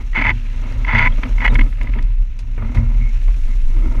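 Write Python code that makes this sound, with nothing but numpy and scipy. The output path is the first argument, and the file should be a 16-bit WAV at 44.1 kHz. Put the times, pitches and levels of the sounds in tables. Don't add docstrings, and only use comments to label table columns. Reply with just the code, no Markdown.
import sys
import numpy as np
from scipy import signal
from scipy.fft import rfft, irfft
from scipy.io import wavfile
from scipy.ndimage import uniform_filter1d, minimum_filter1d

SR = 44100
rng = np.random.default_rng(int(sys.argv[2]) if len(sys.argv) > 2 else 0)


def inscribe(sig):
    pcm = np.round(np.clip(np.atleast_2d(sig).T, -1, 1) * 32767)
    wavfile.write(sys.argv[1], SR, pcm.astype(np.int16))


N = 176400
TIME_S = np.arange(N) / SR


def amp(db):
    return 10 ** (np.asarray(db) / 20)


def unit(x):
    return x / np.sqrt(np.mean(x ** 2) + 1e-20)


def curve(points, t=TIME_S):
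    return np.interp(t, *np.transpose(points))


def add(mix, at_s, sound):
    part = mix[max(round(at_s * SR), 0):][:len(sound)]
    part += sound[:len(part)]


def drift(hz):
    bins_hz = np.fft.rfftfreq(N, 1 / SR)
    return unit(irfft(rfft(rng.standard_normal(N)) * np.exp(-(bins_hz / hz) ** 2), N))


def colour(x, spectrum, size=16384):
    hz, db = np.transpose(spectrum)
    bins_hz = abs(np.fft.fftfreq(size, 1 / SR))
    log_gain = np.log(amp(np.interp(np.log(bins_hz + 1), np.log(hz), db)))
    impulse = np.fft.ifft(np.exp(np.conj(signal.hilbert(log_gain)))).real[:size // 2]
    return signal.oaconvolve(x, impulse / np.linalg.norm(impulse))[:len(x)]


def rush(levels, spectrum, lump_db, lump_hz):
    return colour(rng.standard_normal(N) * amp(curve(levels) + lump_db * drift(lump_hz)), spectrum)


def bursts(rows, spectrum):
    out, t = np.zeros(N), np.arange(SR // 4) / SR
    for at_s, db, decay_s in rows:
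        add(out, at_s, amp(db) * np.exp(-t / decay_s) * rng.standard_normal(len(t)))
    return colour(out, spectrum)


# (time [s], level [dB])
SWAY_LEVEL = [(0, -20), (0.45, -18), (1.5, -10.5), (1.56, -5.5), (1.69, -6), (1.74, -15), (1.97, -16),
              (2.22, -11), (2.28, -24), (2.95, -11), (4, -12)]

def sway(pitch_hz=32.2, wander=0.1285, flutter_db=2.5, gain_db=-2.5):
    cycles = np.cumsum(pitch_hz * (1 + wander * drift(hz=8.46))) / SR
    level = amp(curve(SWAY_LEVEL) + gain_db + flutter_db * drift(hz=14.0))
    return np.sqrt(2) * np.sin(2 * np.pi * cycles) * level


# (time [s], level [dB])
WASH_LEVEL = [(0, -37.5), (0.12, -63.5), (0.34, -49.5), (0.42, -52), (0.68, -35), (0.82, -39.5),
              (1.12, -38), (1.28, -33.5), (1.35, -44), (1.51, -29.5), (1.66, -39.5), (1.76, -52),
              (1.82, -36), (1.92, -42.5), (1.96, -33), (2.05, -46.5), (2.3, -58.5), (2.56, -49),
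              (2.63, -32.5), (2.71, -38), (2.78, -30.5), (2.85, -40), (3.05, -44.5), (3.24, -51.5),
              (3.44, -51), (3.49, -44), (3.62, -52), (3.85, -34.5), (4, -35)]
# (frequency [Hz], gain [dB])
WASH_SPECTRUM = [(100, -21), (190, 8.5), (245, 19), (310, 5.5), (400, 0), (600, 1.5), (780, -7.5), (970, 3),
                 (1120, -8.5), (1280, 1), (1550, -11.5), (1850, -11.5), (2130, 0.5), (2500, -16.5),
                 (3500, -24.5), (5000, -42), (15000, -57)]

def wash():
    return rush(WASH_LEVEL, WASH_SPECTRUM, lump_db=3, lump_hz=69)


# (frequency [Hz], gain [dB])
RUMBLE_SPECTRUM = [(10, -46.5), (22, -7), (42, 5), (60, -5), (82, -20), (100, -7.5), (117, -7.5),
                   (140, -32), (200, -40.5), (240, -22), (300, -49.5), (600, -73.5)]

def rumble(level_db=-23.5, follow=0.32):
    surge_db = curve(WASH_LEVEL) - curve(WASH_LEVEL).mean()
    return colour(amp(level_db + follow * surge_db) * rng.standard_normal(N), RUMBLE_SPECTRUM)


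# (time [s], level [dB])
SPRAY_LEVEL = [(0, -57), (1.39, -52), (1.86, -63), (2.45, -61), (2.85, -57), (3.35, -54.5), (4, -57.5)]
# (frequency [Hz], gain [dB])
SPRAY_SPECTRUM = [(500, 14.5), (2500, 3), (4100, 8.5), (4850, -14.5), (5500, 8.5), (6800, 4), (7700, -6),
                  (10000, -9.5), (15000, -16)]

def spray(gain_db=1):
    return amp(gain_db) * rush(SPRAY_LEVEL, SPRAY_SPECTRUM, lump_db=3, lump_hz=60)


# (time [s], level [dB])
HISS_LEVEL = [(0.1, -53.5), (0.33, -47), (1.3, -47.5), (1.75, -52), (1.87, -48.5), (2.3, -56.5),
              (3.15, -49.5), (3.7, -52.5)]
# (frequency [Hz], gain [dB])
HISS_SPECTRUM = [(300, -10.5), (1150, -6.5), (1500, 3), (2700, 7.5), (3050, 0), (5000, -11), (15000, -63)]

def rope_and_foam_hiss():
    return rush(HISS_LEVEL, HISS_SPECTRUM, lump_db=2.5, lump_hz=89.5)


# (frequency [Hz], gain [dB])
BLOCK_SPECTRUM = [(120, -29.5), (220, -11.5), (380, -24.5), (720, -16.5), (880, -19.5), (995, -3.5),
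                  (1130, -20.5), (1290, -12), (1600, -13.5), (1760, -5.5), (1850, -14.5), (1970, 2),
                  (2200, 2.5), (2340, -10), (2600, -11.5), (2900, -24), (3020, -11.5), (3150, -32),
                  (3420, -18), (3650, -33), (4800, -34), (5300, -48), (6200, -39), (7500, -56),
                  (15000, -87)]

def block(drive, delay_centre_hz=2100, delay_width_hz=750):
    pole = np.exp((2j * np.pi * delay_centre_hz - np.pi * delay_width_hz) / SR)
    allpass = np.poly([pole, np.conj(pole)]).real
    return colour(signal.lfilter(allpass[::-1], allpass, drive), BLOCK_SPECTRUM)


LEAD_S = 0.005

def tooth(grit, pitch_ratio, blow_s=0.00005, scrape_s=0.0017):
    t = np.arange(-LEAD_S, LEAD_S, 1 / SR)
    blow = np.exp(-(t / blow_s) ** 2)
    scrape = grit * rng.standard_normal(len(t)) * np.exp(-abs(t) / scrape_s)
    ring = block(np.pad(blow / blow.sum() + scrape, (0, SR // 16)))
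    index = np.arange(len(ring))
    return np.interp((index - LEAD_S * SR) * pitch_ratio + LEAD_S * SR, index, ring)


# (time [s], level [dB])
PAWL_CLICKS = [(0.133, -29), (0.1868, -11.5), (0.2155, -13.5), (0.222, -15), (0.241, -12.5),
               (0.2505, -11.5), (0.293, -10), (0.3042, -10), (0.848, -18), (0.95, -6.5), (0.988, -9.5),
               (1.235, -15), (1.3823, -21), (1.405, -17), (1.412, -22), (1.479, -8), (1.555, -10),
               (1.592, -9.5), (1.612, -11.5), (1.7265, -32.5), (1.8132, -22.5), (1.872, -26),
               (1.937, -26.5), (1.989, -25.5), (2.772, -25)]
# (frequency [Hz], gain [dB])
SNAP_SPECTRUM = [(300, -13), (1500, 3), (3000, -2), (4200, -20), (10000, -46.5)]

def clicks(ring_db=1.5, detune=0.025, snap_db=-16, snap_s=0.0026):
    rings, snaps, t = np.zeros(N), np.zeros(N), np.arange(SR // 25) / SR
    snap_shape = t / snap_s * np.exp(1 - t / snap_s)
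    for at_s, db in PAWL_CLICKS:
        ring = tooth(grit=0.3, pitch_ratio=1 + detune * rng.uniform(-1, 1))
        add(rings, at_s - LEAD_S, amp(db + ring_db) * ring / abs(ring).max())
        add(snaps, at_s, amp(db + snap_db) * snap_shape * rng.standard_normal(len(t)))
    return rings + colour(snaps, SNAP_SPECTRUM)


# (time [s], rate [strands/s])
STRAND_RATE = [(0.14, 333), (0.25, 470), (0.32, 384), (0.87, 300), (0.97, 460), (1.08, 508), (1.46, 420)]

def braid():
    strands = np.cumsum(curve(STRAND_RATE)) / SR
    return np.diff(np.floor(strands), prepend=0)


# (time [s], level [dB])
PULL_LEVELS = [
    [(0.144, -40), (0.152, -22), (0.17, -19.5), (0.199, -27), (0.218, -21), (0.236, -32), (0.256, -20.5),
     (0.272, -18.5), (0.312, -24), (0.319, -24)],
    [(0.868, -29.5), (0.89, -20.5), (0.918, -23.5), (0.933, -21), (0.945, -28), (0.962, -18.5),
     (0.99, -18.5), (1.005, -18.5), (1.068, -19), (1.078, -23)],
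    [(1.418, -26.5), (1.432, -25), (1.44, -26.5), (1.448, -13), (1.462, -18), (1.467, -18)],
]
# (time [s], rate [teeth/s])
TOOTH_RATE = [(0.148, 185), (0.212, 186), (0.24, 131), (0.26, 153), (0.87, 165), (0.912, 140), (0.93, 233),
              (0.975, 213), (1.0, 145), (1.035, 198), (1.075, 174), (1.45, 250)]
# (time [s], pitch [ratio])
LOAD_PITCH = [(0.15, 0.99), (0.22, 1.01), (0.31, 1.004), (0.87, 1.004), (0.95, 0.995), (1.07, 1.013),
              (1.45, 0.97)]
# (frequency [Hz], gain [dB])
GROAN_SPECTRUM = [(140, -15), (245, 4), (370, -14), (720, -7.5), (880, 21), (1120, -2.5), (1400, 10),
                  (2000, -0.5), (6000, -44.5)]

def pulls(gain_db=3.5, groan_db=-13, bump=0.23, friction=0.028, jitter=0.1, spread_db=2):
    out = np.zeros(N)
    for pull in PULL_LEVELS:
        at_s, end_s = pull[0][0], pull[-1][0]
        level = amp(curve(pull)) * (TIME_S >= at_s) * (TIME_S <= end_s)
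        rub = level * (bump * braid() + friction * rng.standard_normal(N))
        rasp = block(rub)
        for gap, size in rng.standard_normal((50, 2)):
            ring = tooth(grit=0.07, pitch_ratio=curve(LOAD_PITCH, at_s))
            if at_s <= end_s:
                add(rasp, at_s - LEAD_S, amp(curve(pull, at_s) + spread_db * size) * ring)
            at_s += np.exp(jitter * gap) / curve(TOOTH_RATE, at_s)
        groan = amp(groan_db) * unit(colour(rub, GROAN_SPECTRUM))
        out += (unit(rasp) + groan) * np.sqrt(np.mean(level ** 2))
    return amp(gain_db) * out


# (time [s], level [dB], decay [s])
DECK_KNOCKS = [(0.17, -28, 0.069), (0.3, -29, 0.029), (1.52, -31, 0.063), (1.585, -22, 0.032),
               (1.953, -27, 0.032)]
# (frequency [Hz], gain [dB])
KNOCK_SPECTRUM = [(120, -17.5), (220, 2.5), (295, -2), (400, -13), (2000, -60)]

def knocks():
    return bursts(DECK_KNOCKS, KNOCK_SPECTRUM)


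# (time [s], level [dB], decay [s])
HULL_BLOWS = [(0.171, -25, 0.034), (0.251, -23, 0.1), (0.93, -16.5, 0.075), (1.235, -27, 0.029),
              (1.51, -23.5, 0.076), (2.622, -21.5, 0.049), (2.754, -12.5, 0.067), (2.993, -20, 0.04)]
# (frequency [Hz], gain [dB], width [Hz])
FRAME_MODES = [(54.3, -2.5, 22), (82.5, -2.5, 11), (114.1, -0.5, 14.3), (232.8, -11, 16)]

def thumps(rise_s=0.017):
    out, t = np.zeros(N), np.arange(SR // 2) / SR
    for at_s, db, decay_s in HULL_BLOWS:
        shape = (1 - np.exp(-t / rise_s)) * np.exp(-t / decay_s)
        ring = np.zeros(len(t))
        for hz, gain_db, width_hz in FRAME_MODES:
            detuned_hz = hz + width_hz * rng.uniform(-0.53, 0.41)
            ring += amp(gain_db) * np.sin(2 * np.pi * (detuned_hz * t + rng.random()))
        add(out, at_s, 2 * amp(db) * shape * ring)
    return out


# (time [s], level [dB], decay [s], tilt [dB/octave])
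FITTING_TICKS = [(0.723, -36.5, 0.0046, -1.5), (0.989, -23.5, 0.0016, -0.5), (1.447, -26.5, 0.0024, 0),
                 (1.461, -30, .003, 0.5), (1.543, -32.5, 0.0058, 1.5), (1.833, -37, 0.00097, 7.5),
                 (2.026, -39, 0.004, 1), (2.39, -38, 0.0097, 1), (2.7458, -39.5, 0.026, -1.5)]
# (frequency [Hz], gain [dB])
TICK_SPECTRUM = [(500, 9), (2200, 12.5), (4500, 7), (6500, 0.5), (8500, -6), (11000, -9), (15000, -34)]

def ticks():
    out = np.zeros(N)
    for at_s, db, decay_s, tilt in FITTING_TICKS:
        spectrum = [(hz, gain_db + tilt * np.log2(hz)) for hz, gain_db in TICK_SPECTRUM]
        out += bursts([(at_s, db, decay_s)], spectrum)
    return out


# (time [s], level [dB])
DROP_LEVEL = [(1.08, -63), (1.66, -55.5), (2.3, -84), (3.3, -57)]
# (frequency [Hz], gain [dB])
DROP_SPECTRUM = [(1000, -5.5), (5000, -5.5), (9000, -12), (13000, -16.5), (15000, -26.5)]

def drops(rate_per_s=1300, spread_db=1):
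    hits = (rng.random(N) < rate_per_s / SR) * rng.choice([-1, 1], N)
    sizes = amp(spread_db * np.minimum(rng.exponential(1, N), 4))
    return colour(unit(hits * sizes) * amp(curve(DROP_LEVEL)), DROP_SPECTRUM)


# (time [s], length [s], level [dB], pitch [Hz])
ROPE_CREAKS = [(1.12, 0.014, -43.5, 3280), (1.497, 0.022, -44, 3740), (2.993, 0.12, -41, 2170),
               (3.498, 0.053, -47, 2140)]

def creaks(width_hz=190, scratch_db=1.5):
    out = np.zeros(N)
    scratch = rng.standard_normal(N) * amp(scratch_db * drift(hz=120))
    for at_s, length_s, db, hz in ROPE_CREAKS:
        slips = scratch[int(at_s * SR):][:int(length_s * SR)]
        pole = np.exp((2j * np.pi * hz - np.pi * width_hz) / SR)
        ring = signal.lfilter([1], np.poly([pole, pole]), slips).real
        add(out, at_s, amp(db) * signal.windows.tukey(len(ring)) * unit(ring))
    return out


# (time [s], level [dB], decay [s])
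WAVE_SLAPS = [(2.577, -32.5, 0.013), (2.748, -29, 0.0086), (3.278, -37.5, 0.023)]
# (frequency [Hz], gain [dB])
SLAP_SPECTRUM = [(150, -16), (300, 2.5), (1300, -0.5), (1750, -7), (2200, -0.5), (4000, -38), (15000, -38)]

def slaps():
    return bursts(WAVE_SLAPS, SLAP_SPECTRUM)


# (time [s], level [dB])
GURGLE_LEVEL = [(3.55, -93), (3.72, -49), (3.86, -32.5), (4, -51)]
# (frequency [Hz], gain [dB])
GURGLE_SPECTRUM = [(150, -18), (240, -6), (320, 9.5), (375, -4.5), (450, -30), (1500, -66)]

def gurgle():
    return rush(GURGLE_LEVEL, GURGLE_SPECTRUM, lump_db=-0.5, lump_hz=30)


def scene():
    rope = pulls() + clicks() + creaks()
    hiss = rope_and_foam_hiss()
    boat = ticks() + sway() + rumble() + thumps() + knocks()
    water = drops() + wash() + slaps() + gurgle() + spray()
    return (rope + hiss + boat + water)[None]


def record(dry, ceiling=0.93, cutoff_hz=15300):
    gain = minimum_filter1d(ceiling / np.maximum(abs(dry), ceiling), size=265)
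    limited = dry * uniform_filter1d(uniform_filter1d(gain, size=133), size=133)
    lowpass = signal.firwin(511, cutoff_hz, window=("kaiser", 9), fs=SR)
    return signal.oaconvolve(limited, lowpass[None], "same")


dry = scene()
out = record(dry)
inscribe(out)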